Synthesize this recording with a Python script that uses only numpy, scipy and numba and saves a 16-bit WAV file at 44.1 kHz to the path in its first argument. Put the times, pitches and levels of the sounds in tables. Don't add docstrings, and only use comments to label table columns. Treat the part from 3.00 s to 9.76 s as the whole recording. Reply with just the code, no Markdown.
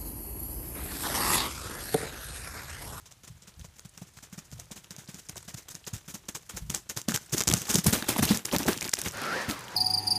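import sys
import numpy as np
from scipy import signal
from scipy.fft import rfft, irfft
from scipy.io import wavfile
from scipy.ndimage import uniform_filter1d
from numba import njit

SR = 44100
rng = np.random.default_rng(int(sys.argv[2]) if len(sys.argv) > 2 else 0)


def transcribe(u):
    v = np.clip(np.atleast_2d(u).T, -1, 1)
    q = np.round(v * 32767).astype(np.int16)
    wavfile.write(sys.argv[1], SR, q)


def attenuation_scalar(level_db):
    decades = np.asarray(level_db, float) / 20
    return 10 ** decades


N = 297918
SLOWS_S = 4.9

# (frequency [Hz], density [dB per Hz])
FINE = [(880, -34), (1500, -6.5), (2590, -13.5), (3150, -11.5), (4160, -7), (6240, 1.5), (7100, 1),
        (9190, -4.5), (14600, -7.5), (15500, -20), (16000, -26)]
# (frequency [Hz], density [dB per Hz])
FINE_BESIDE = [(900, -67), (1500, -19), (4000, 3), (8000, 5.5), (14600, 3.5), (16000, 1)]
# (frequency [Hz], density [dB per Hz])
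COARSE = [(150, -9), (250, -11), (315, -6.5), (655, -14), (779, -13), (4000, -17.5), (5200, -50),
          (8800, -120)]
# (full load [s], crunch [dB], thud share [dB], unloading [ms])
LEAD = [(.0619, -47.5, -19, 20), (0.239, -48, -11, 24), (0.427, -52, -8, 13), (0.5978, -52.5, -1, 26),
        (0.7874, -52, -13, 9.8), (0.9787, -49, -2.5, 21), (1.1744, -46.5, -8, 10), (1.331, -44.5, 0.5, 19),
        (1.528, -45, -2.5, 7.7), (1.717, -41, -2, 17), (1.911, -44, -3, 20), (2.0912, -45.5, 3, 19),
        (2.2962, -40, -7.5, 6.4), (2.4838, -42, -5, 25), (2.6893, -38, -25, 3.4), (2.875, -35, -13, 13),
        (3.084, -41.5, -7, 9.5), (3.29, -34, -6.5, 8.8), (3.498, -38, -24, 16.6), (3.702, -37, 0.5, 26),
        (3.899, -34, -15, 18.6)]


def noise():
    return rng.standard_normal(N)


def level(x, db=0):
    return x * attenuation_scalar(db) / np.sqrt(np.mean(x ** 2))


def curve(table):
    s, *columns = np.transpose(table)
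    return [np.interp(np.arange(N) / SR, s, c) for c in columns]


def colour(x, points):
    hz, db = np.transpose(points)
    grid_hz = np.arange(2049) * SR / 4096 + 1
    log_gain = np.interp(np.log(grid_hz), np.log(hz), db) * np.log(10) / 20
    cepstrum = irfft(log_gain)
    cepstrum[1:2048] *= 2
    cepstrum[2049:] = 0
    taps = irfft(np.exp(rfft(cepstrum)))[:2048]
    return signal.fftconvolve(x, taps / np.sqrt(np.sum(taps ** 2)))[:N]


@njit
def svf(x, hz, width):
    y, b, l = np.empty(len(x)), 0., 0.
    for i in range(len(x)):
        g, k = np.tan(np.pi * hz[i] / SR), width / hz[i]
        v = (b + g * (x[i] - l)) / (1 + g * (g + k))
        b, l, y[i] = 2 * v - b, l + 2 * g * v, k * v
    return y


def steady(x, hz, width_hz):
    return svf(x, np.full(N, float(hz)), float(width_hz))


def add(out, s, piece):
    i = int(s * SR)
    out[max(i, 0):i + len(piece)] += piece[max(-i, 0):N - i]


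def even(x, span_s):
    return x / np.sqrt(uniform_filter1d(x ** 2, int(span_s * SR)) + 1e-9)


def swells(s, db, rise_ms, fall_ms):
    out, t = np.zeros(N), np.arange(-SR // 8, SR // 5) / SR
    steepness = np.where(t < 0, 3.5, 1.35)
    for top_s, top_db, rise, fall in zip(s, db, np.clip(rise_ms, 1, 150), np.clip(fall_ms, 1, 150)):
        away = np.abs(t) * 1000 / np.where(t < 0, rise, fall)
        add(out, top_s + t[0], attenuation_scalar(top_db - 9 * away ** steepness))
    return out


def grit(per_s, spread_db, burst_s):
    chance, size = rng.random((2, N))
    size_db = np.minimum(-spread_db * np.log(size + 1e-9), 4 * spread_db)
    grains = (chance < per_s / SR) * attenuation_scalar(size_db)
    return level(signal.lfilter([1], [1, -np.exp(-1 / (burst_s * SR))], grains) * noise())


def shards(x, glide_s, share):
    hold = int(.003 * SR)
    hz = np.repeat(1100 * 9 ** rng.random(N // hold + 1), hold)[:N]
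    ring = svf(x, uniform_filter1d(hz, int(glide_s * SR) + 1), 620.0)
    return (1 - share) * x + share * 2.14 * ring


def air():
    # (time [s], level [dB], rising [ms], fading [ms])
    puff_events = [(.03, -61, 27, 10), (.31, -45, 9.9, 18), (.364, -48, 12, 7.8), (0.614, -43, 40, 12),
                   (.69, -57, 45, 17), (1.54, -45.5, 30, 72), (2.34, -55, 15, 94), (2.943, -35, 13, 17),
                   (3.556, -39.5, 18, 19), (3.626, -35, 16, 17), (3.69, -43, 38, 52), (4.098, -52, 27, 14),
                   (4.543, -30.5, 62, 12), (4.874, -22, 15, 26), (5.237, -23.5, 38, 29),
                   (5.308, -29, 10, 48), (5.676, -25.5, 16, 13), (5.84, -46, 160, 32), (6.066, -31, 26, 31),
                   (6.17, -42, 35, 46), (6.487, -27, 7.3, 11), (6.6, -48, 20, 180)]
    # (frequency [Hz], density [dB per Hz])
    buffet = [(20, -50), (45, -3), (85, -3), (130, -5), (200, -14), (300, -45.5)]
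    # (frequency [Hz], density [dB per Hz])
    wood = [(35, 5), (60, -1), (108, -27), (268, -9), (803, -10), (4030, -13), (6140, -13.5), (12000, -17),
            (14600, -28), (16000, -35)]
    puffs = swells(*np.transpose(puff_events)) + attenuation_scalar(-62.5)
    gusts = even(colour(noise(), buffet), 0.043)
    gusts = gusts - (np.arange(N) / SR > SLOWS_S) * steady(gusts, 52, 108)
    return puffs * gusts + level(colour(noise(), wood), -63.5)


def crumbs():
    # (time [s], level [dB])
    stir = [(0, -58.5), (2, -46.5), (4, -48), (4.3, -43.5), (4.46, -42), (4.65, -29.5), (5.05, -30.5),
            (5.37, -28.5), (5.41, -52), (5.5, -54), (5.57, -37), (5.86, -40), (5.92, -44), (6.04, -27),
            (6.13, -37.5), (6.46, -37.5), (6.58, -44.5), (6.76, -44)]
    gallop_end_s, rest_db_per_s = stir[2][0], 32
    turn_from_s, turn_to_s, turn_db, drag_share_db = 5.52, 5.93, 12, -7.5
    t = np.arange(N) / SR
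    fine_db, = curve(stir)
    landed_s = np.array([row[0] for row in LEAD])
    since_s = t - landed_s[np.maximum(np.searchsorted(landed_s, t) - 1, 0)]
    fine_db = fine_db + (t < gallop_end_s) * (4.0 - rest_db_per_s * since_s)
    turning = np.clip(np.minimum(t - turn_from_s, turn_to_s - t) / 0.19, 0, 1)
    drag_db = fine_db + drag_share_db + turn_db * turning
    patter = colour(shards(grit(per_s=800.0, spread_db=9.0, burst_s=0.0072), 0.00024, 0.55), FINE)
    drag = colour(grit(per_s=1200.0, spread_db=10.5, burst_s=0.0051), COARSE)
    splinters = colour(shards(grit(per_s=80., spread_db=3.5, burst_s=.0005), .0002, .75), FINE_BESIDE)
    settling = (t > turn_from_s) * attenuation_scalar(-43.5 - 40 * np.abs(t - turn_to_s))
    return settling * splinters + attenuation_scalar(fine_db - 8.5) * patter + attenuation_scalar(drag_db - 9.0) * drag


def falls():
    # (full load [s], crunch [dB], thud share [dB], unloading [ms])
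    trail = [(0.118, -48.5, -21, 7.5), (0.2815, -46, -8, 11), (0.4804, -47, -5, 20), (0.65, -47, 2, 14),
             (0.8564, -46.5, 4, 9.1), (1.0223, -48.5, 12, 18), (1.233, -45, -5, 23), (1.384, -44, 6.5, 21),
             (1.6003, -45.5, -2, 17), (1.767, -43.5, 1.5, 26), (1.988, -45.5, 1, 34), (2.147, -48.5, 7, 42),
             (2.373, -39, -6, 12), (2.5477, -37.5, -4, 2.6), (2.752, -44, -3, 20), (2.94, -40, -2, 30),
             (3.148, -36.5, -2.5, 15), (3.355, -34, -10.5, 15.6), (3.5728, -35, -24, 17),
             (3.748, -33.5, -21, 29), (3.972, -33, -4, 26.5)]
    # (time [s], crunch [dB], half length [ms])
    scuffs = [
        (0.768, -54, 10),
        (1.0845, -55, 20),
        (1.19, -55, 6.1),
        (1.4557, -53.5, 12),
        (1.844, -52, 7.2),
        (2.195, -45.5, 10),
        (2.585, -42.5, 16.5),
        (2.715, -42, 15),
        (3.108, -42.5, 16),
    ]
    # (full load [s], crunch [dB], coarse share [dB], thud share [dB], unloading [ms])
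    stamps = [(4.088, -33, -2, 10, 38), (4.1464, -27, -5, -6.5, 18.7), (4.41, -40.5, 12, -6, 9.9),
              (4.44, -47, -8, -6, 4), (4.4778, -29, -3.5, 1.5, 18), (4.515, -32, 2.5, -2, 3.1),
              (4.5399, -31.5, -1, 7.5, 20), (4.569, -33, -9, -1, 30), (4.845, -29, -10, -14, 9.3),
              (4.8692, -22.5, -6.5, 4, 32), (4.9319, -20.5, -6, -0.5, 19), (5.025, -54.5, 2, 14.5, 1.4),
              (5.0906, -23.5, -4, -3, 21.5), (5.166, -41, 5.5, 13, 7.6), (5.2302, -21, -3, -2, 22),
              (5.312, -30.5, -1.5, 15, 17), (5.455, -38, -3, -26, 15), (5.5661, -35, 4.5, 7.5, 4.6),
              (5.9383, -30, -5, -22, 3), (5.985, -39.5, 1.5, -11, 20)]
    # (full load [s], crunch [dB], thud share [dB], loading [ms], unloading [ms])
    slides = [(4.2184, -51, 0, 9.8, 36), (4.3415, -27, 8, 17, 10.7), (4.384, -29, -4, 16.7, 18),
              (4.6205, -39.5, 5, 12, 18), (4.708, -23.5, -1, 17, 13), (4.76, -27.5, 11.5, 26.6, 9.2),
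              (4.791, -30, 12, 18, 14), (4.97, -33.5, 4, 32, 50), (5.126, -36, -17, 52, 44),
              (5.196, -27.5, 8, 12.6, 5.2), (5.297, -31.5, -15, 30, 46), (5.351, -38, 13, 13, 49),
              (5.492, -42, -9, 23, 19), (5.554, -29, 9, 32.3, 4.6), (5.6017, -34, 10, 11, 44),
              (5.687, -27, 13, 9.1, 6.1), (5.722, -32, 3, 47, 26), (5.7775, -44.5, 14.5, 16, 6.6),
              (5.828, -39, -19, 24, 27), (5.861, -38, 7, 16, 17), (5.8886, -46, 1, 5.9, 7.6),
              (6.062, -32.5, 2, 16.3, 20), (6.4961, -32, 8, 7.74, 38)]
    lead_load_ms, trail_load_ms, stamp_load_ms = 5.55, 7.8, 6.14
    lead_coarse_db, trail_coarse_db, scuff_coarse_db, scuff_thud_db = -4.5, -5.5, -8.5, -6.5
    fast_coarse_db, slow_coarse_db = -7, -1.35
    rows = [(s, db, lead_coarse_db, thud, lead_load_ms, ms) for s, db, thud, ms in LEAD]
    rows += [(s, db, trail_coarse_db, thud, trail_load_ms, ms) for s, db, thud, ms in trail]
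    rows += [(s, db, scuff_coarse_db, scuff_thud_db, ms, ms) for s, db, ms in scuffs]
    rows += [(s, db, coarse, thud, stamp_load_ms, ms) for s, db, coarse, thud, ms in stamps]
    rows += [(s, db, fast_coarse_db if s < SLOWS_S else slow_coarse_db, *rest) for s, db, *rest in slides]
    return np.transpose(sorted(rows))


def paws():
    s, db, coarse_db, thud_db, rise_ms, fall_ms = falls()
    t = np.arange(N) / SR
    grains = shards(even(grit(per_s=2600., spread_db=2.3, burst_s=.0006), .005), .0004, .35)
    lumps = even(grit(per_s=900., spread_db=2.5, burst_s=0.0012), .01)

    beside = np.clip((t - 4.8) / 0.05, 0, .8)
    fine = swells(s, db + 1.15, rise_ms, fall_ms) * grains
    fine = (1 - beside) * colour(fine, FINE) + beside * colour(fine, FINE_BESIDE)

    crush = swells(s, db + coarse_db - 2.5, rise_ms, fall_ms)
    coarse = colour(crush * (0.35 * grains + 1.106 * lumps), COARSE)
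    coarse = coarse - np.clip(1.3 - t / 2.26, 0, 1) * steady(coarse, 290, 190)

    load = swells(s - 0.000399 * rise_ms, db + thud_db, 0.45 * rise_ms, 0.62 * fall_ms)
    hollow_hz = np.interp(t, s, 168 * 1.14 ** rng.standard_normal(len(s)).clip(-2, 2))
    hollow_hz = hollow_hz * (1 + .45 * beside)
    uneven = even(svf(noise(), hollow_hz, 180.0), 0.013)
    push = 0.099 * load * uneven + 1.374 * np.gradient(load) * SR / 1000
    thud = push
    for width_hz in (85.0, 270.0, 270.0):
        thud = svf(thud, hollow_hz, width_hz)
    return fine + coarse + attenuation_scalar(19.0) * thud


def bursts():
    # (time [s], level [dB], ring [Hz])
    far_bursts = [(.11, -56, 600), (.234, -56, 400), (.42, -52, 4900), (.47, -54, 1400), (.54, -54, 4500),
                  (.612, -47, 3200), (.644, -46, 615), (.804, -50, 9000), (.893, -47, 8000),
                  (1.017, -45.5, 570), (1.352, -57, 1400), (1.589, -48, 600), (1.706, -47, 590),
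                  (1.711, -49, 2070), (1.775, -44, 3130), (2.076, -44, 4900), (2.287, -37, 7000),
                  (2.357, -42, 7000), (2.357, -45, 1290), (2.36, -42, 557), (2.428, -43, 7260),
                  (2.427, -52, 900), (2.482, -47, 600), (2.506, -47, 1900), (2.841, -45, 3100),
                  (2.866, -36, 4900), (2.867, -49, 410), (2.932, -60, 406), (3.148, -55, 1400),
                  (3.17, -64, 276), (3.284, -56, 5000), (3.351, -41, 920), (3.368, -45, 397),
                  (3.891, -39, 7040)]
    # (time [s], level [dB], ring [Hz], dying [ms])
    near_bursts = [(4.083, -26, 566, 3), (4.121, -40, 3400, 3), (4.141, -29, 3480, 5.3),
                   (4.343, -25, 277, 5.1), (4.473, -22, 6600, 5.4), (4.497, -26.5, 277, 11),
                   (4.511, -30, 10000, 3), (4.532, -27, 595, 4.2), (4.684, -35.5, 765, 11),
                   (4.738, -35, 615, 4.2), (4.757, -23, 395, 5.6), (4.786, -35, 1430, 4.4),
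                   (4.859, -24.5, 310, 7.2), (4.864, -18.5, 10100, 8.4), (4.862, -29, 806, 3.5),
                   (4.87, -39, 1390, 3.4), (4.891, -33, 1600, 7), (4.934, -28.5, 1510, 16),
                   (5.024, -29, 3600, 2.6), (5.027, -35, 328, 2.9), (5.086, -40, 404, 6.6),
                   (5.162, -25, 754, 4.8), (5.182, -29.5, 555, 14), (5.228, -28, 526, 5.3),
                   (5.276, -34, 3040, 9), (5.29, -27.5, 3800, 24), (5.304, -28, 560, 8),
                   (5.335, -41, 500, 25), (5.391, -41, 2510, 4.5), (5.486, -42, 2400, 4),
                   (5.513, -33, 3500, 5.9), (5.532, -23.5, 590, 12.5), (5.547, -24, 920, 5.4),
                   (5.556, -30.5, 278, 21), (5.591, -29, 11000, 2), (5.601, -33, 910, 8.4),
                   (5.631, -44, 2390, 2.8), (5.653, -31.5, 497, 25), (5.688, -21.5, 298, 7.6),
                   (5.69, -29, 1400, 8.7), (5.741, -36, 1500, 3), (5.819, -31, 2110, 8.2),
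                   (5.849, -29.5, 4900, 3.3), (5.884, -30, 2020, 2), (6.059, -31.5, 2100, 12),
                   (6.068, -34, 393, 7), (6.216, -34, 270, 8.6), (6.48, -30.5, 227, 7.5),
                   (6.491, -34.5, 2040, 6.9), (6.745, -40, 270, 8)]
    # (time [s], level [dB], ring [Hz])
    splinters = [(5.916, -32, 5600), (5.928, -34, 3500), (5.936, -24, 6500), (5.934, -20, 1840),
                 (5.9363, -20, 1660), (5.9367, -10.5, 6370), (5.9384, -19, 7000), (5.954, -26, 5600),
                 (6.111, -31, 6500), (6.137, -37, 9500), (6.235, -33, 10000), (6.239, -30, 3500),
                 (6.519, -31, 9000), (6.593, -34, 9850), (6.682, -31.5, 3120), (6.681, -42, 12000)]
    # (time [s], level [dB], ring [Hz])
    ticks = [(0.423, -44, 6500), (1.505, -50, 6500), (1.6566, -46, 6500), (1.7173, -34.5, 6400),
             (2.0588, -47, 6500), (2.1598, -44, 6460), (2.6963, -47, 6500), (2.7525, -27, 6400),
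             (2.936, -29.5, 6540), (3.3725, -36, 6500), (3.5608, -43, 6500), (4.1751, -25, 6000),
             (4.744, -9.5, 7050), (4.895, -24, 8000), (4.9344, -14, 7700), (5.001, -36, 6500),
             (5.1681, -25, 10000), (5.1814, -19, 11800), (5.195, -28, 9000), (5.4523, -24, 9000),
             (5.3839, -34, 7000), (5.393, -33, 5960), (5.4648, -27, 8500), (5.4875, -31, 2200),
             (5.5269, -22, 5500), (5.5909, -26, 5500), (5.647, -32, 5500), (5.669, -24, 7000),
             (5.7316, -20.5, 4660), (5.758, -36, 2500), (6.3604, -37, 7000), (6.41, -37, 6960),
             (6.6697, -48, 8050), (5.492, -32, 3000), (4.907, -22, 12000), (5.0435, -33, 11000)]
    burst_cycles, burst_ms, splinter_ms = 1.1, 2.8, 0.76
    relative_width = 0.48
    out, t = np.zeros(N), np.arange(SR // 12) / SR
    rows = [(s, db, hz, burst_ms + 1000 * burst_cycles / hz) for s, db, hz in far_bursts] + near_bursts
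    rows += [(s, db, hz, splinter_ms) for s, db, hz in splinters + ticks]
    for (s, db, hz, ms), rough in zip(rows, rng.standard_normal((len(rows), len(t)))):
        dying = np.exp(-t * 1000 / max(ms, .2))
        tune_hz = np.full(len(t), min(hz, 16000.))
        ring = svf(rough * dying, tune_hz, relative_width * hz)
        ring = svf(ring, tune_hz, 2 * relative_width * hz)
        add(out, s, attenuation_scalar(db) * ring * np.sqrt(np.sum(dying ** 2) / np.sum(ring ** 2)))
    return out


def snaps():
    # (time [s], level [dB])
    front_snaps = [(.1238, -37), (.2503, -39), (.278, -34.5), (.5951, -39), (.7944, -29), (.977, -31),
                   (1.39, -31), (1.5156, -36), (1.5986, -28.5), (1.7273, -42), (1.908, -28), (1.9644, -31),
                   (2.1446, -31), (2.2957, -25), (2.3795, -28), (2.6887, -42), (2.966, -33), (3.2875, -26),
                   (3.4969, -38), (3.5717, -25), (3.6985, -28), (3.7016, -16), (3.7476, -14.5),
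                   (3.8977, -21.5), (3.9736, -18.5), (4.0161, -27),
                   (4.0861, -11.5), (4.1086, -22), (4.1446, -33), (4.1607, -13), (4.162, -17.5),
                  (4.326, -27), (4.339, -23), (4.381, -16), (4.384, -18), (4.391, -27), (4.3956, -17),
                  (4.4056, -12.5), (4.4113, -15.5), (4.421, -16.5), (4.4366, -20.5), (4.4791, -7.5),
                  (4.488, -9.5), (4.5003, -13), (4.5262, -16), (4.538, -3), (4.6183, -20), (4.74, -22),
                  (4.756, -5), (4.786, -17), (4.8678, -11)]
    # (time [s], level [dB], ring [Hz])
    slabs = [(1.1883, -40.5, 1600), (1.5832, -46, 3530), (1.8443, -39.5, 3040), (4.094, -24, 1610),
             (4.12, -24, 1520), (4.174, -26.5, 1480), (4.515, -15.5, 3320), (5.0245, -22.5, 1650),
             (5.5267, -28, 1010), (5.638, -29, 2700), (5.684, -16, 1560), (5.786, -29, 3030),
             (5.844, -25, 5000), (5.9704, -28.5, 2920), (6.4988, -22, 1940)]
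    # (time [s], level [dB], ring [Hz])
    chips = [(4.8439, -17, 12600), (5.0897, -11, 10300), (5.179, -34, 12600), (5.253, -12, 11000),
             (5.373, -15.5, 9900), (5.455, -13.5, 6800), (5.5635, -13, 4670), (5.5843, -13.5, 12000),
             (5.6318, -22.5, 5200), (5.6644, -21, 6750), (5.776, -22, 5430), (5.8104, -20, 5500),
             (5.8266, -19, 6850), (5.878, -25, 5300), (5.893, -18.5, 6900), (5.939, -12, 7940),
             (5.989, -18, 8200), (6.0162, -16, 9850), (6.084, -23.5, 6350), (6.12, -30, 13500),
             (6.172, -29, 9500), (6.218, -26, 12000), (6.267, -32, 11000), (6.511, -24, 4400),
             (6.608, -33, 13800)]
    port_hz, port_scatter = 6380, 0.98
    front = front_snaps
    pitches_hz = port_hz * port_scatter ** rng.standard_normal(len(front))
    return [(s, db, hz) for (s, db), hz in zip(front, pitches_hz)] + slabs + chips


def cracks():
    tick, ring, body = np.zeros((3, N))
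    t = np.arange(SR // 200) / SR
    rows = snaps()
    for (s, db, hz), rough in zip(rows, rng.standard_normal((len(rows), len(t)))):
        burst = rough * np.exp(-t / .0013)
        burst = burst / np.sqrt(np.sum(burst ** 2))
        add(tick, s, attenuation_scalar(db + 8.0) * burst)
        if s < SLOWS_S or hz < 4200:
            add(body, s, attenuation_scalar(db + 13.5) * burst)
        add(ring, s, attenuation_scalar(db + 5.0) * np.sin(2 * np.pi * hz * t) * np.exp(-t * hz / 1.38))
    ring = signal.lfilter(*signal.butter(2, 750, "highpass", fs=SR), ring)
    return colour(tick, FINE) + ring + attenuation_scalar(-17.5) * colour(body, COARSE)


def trees(dog):
    t60_s, echo_db = 0.23, -17
    t = np.arange(SR // 3) / SR
    tail = rng.standard_normal(len(t)) * attenuation_scalar(-60 * t / t60_s) * (t > .004)
    tail = level(tail) / np.sqrt(len(t))
    tail = signal.lfilter(*signal.butter(1, 13000, fs=SR), tail)
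    return attenuation_scalar(echo_db) * signal.fftconvolve(dog, tail)[:N]


def huff():
    # (time [s], level [dB], mouth resonance [Hz], throat share [dB])
    breath_path = [(6.12, -32.5, 1350, 5), (6.18, -39, 1460, -20), (6.24, -36, 1340, -12),
                   (6.29, -38.5, 1310, 13), (6.33, -34, 1430, -23), (6.365, -37, 1720, 14.5),
                   (6.425, -36.5, 1750, -3), (6.47, -41.5, 1450, -15), (6.58, -43.5, 1110, -9),
                   (6.66, -48.5, 920, -2), (6.76, -44, 1000, 0)]
    db, mouth_hz, throat_db = curve(breath_path)
    breath = signal.lfilter(*signal.butter(2, 6500, fs=SR), noise())
    narrow = svf(svf(breath, mouth_hz, 250.), mouth_hz, 250.)
    whistle = swells([6.32], [.8], [70], [120]) + 0.48
    throat = 0.91 * steady(breath, 560, 840)
    throat += attenuation_scalar(throat_db - 4) * steady(breath, 550, 290)
    throat += 1.1 * steady(breath, 215, 79)
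    mix = whistle * attenuation_scalar(-3.0) * even(narrow, 0.011)
    mix += level(steady(breath, 1250, 900), -4.5)
    mix += level(steady(breath, 4300, 2400), -11.0)
    mix += level(steady(breath, 11000, 8000), -14.0)
    mix += level(throat, 0.56)
    start = np.clip((np.arange(N) / SR - breath_path[0][0]) / 0.064, 0, 1)
    return start * attenuation_scalar(db) * mix


def scene():
    dog = paws() + cracks()
    loose = dog + trees(dog) + crumbs()
    far = np.clip(.45 - np.arange(N) / SR / 7.1, 0, 1)
    loose = loose - far * steady(loose, 12500, 16000)
    return (loose + huff() + air() + bursts())[None]


def top_cut(x):
    return signal.sosfilt(signal.butter(12, 16610, fs=SR, output="sos"), x)


def record(dry):
    x = signal.sosfilt(signal.butter(2, 45, "highpass", fs=SR, output="sos"), dry)
    x = .66 * np.tanh(x / .66)
    x = signal.sosfilt(signal.ellip(8, .2, 40, 15300, fs=SR, output="sos"), x)
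    return top_cut(x)


dry = scene()
out = record(dry)
transcribe(out)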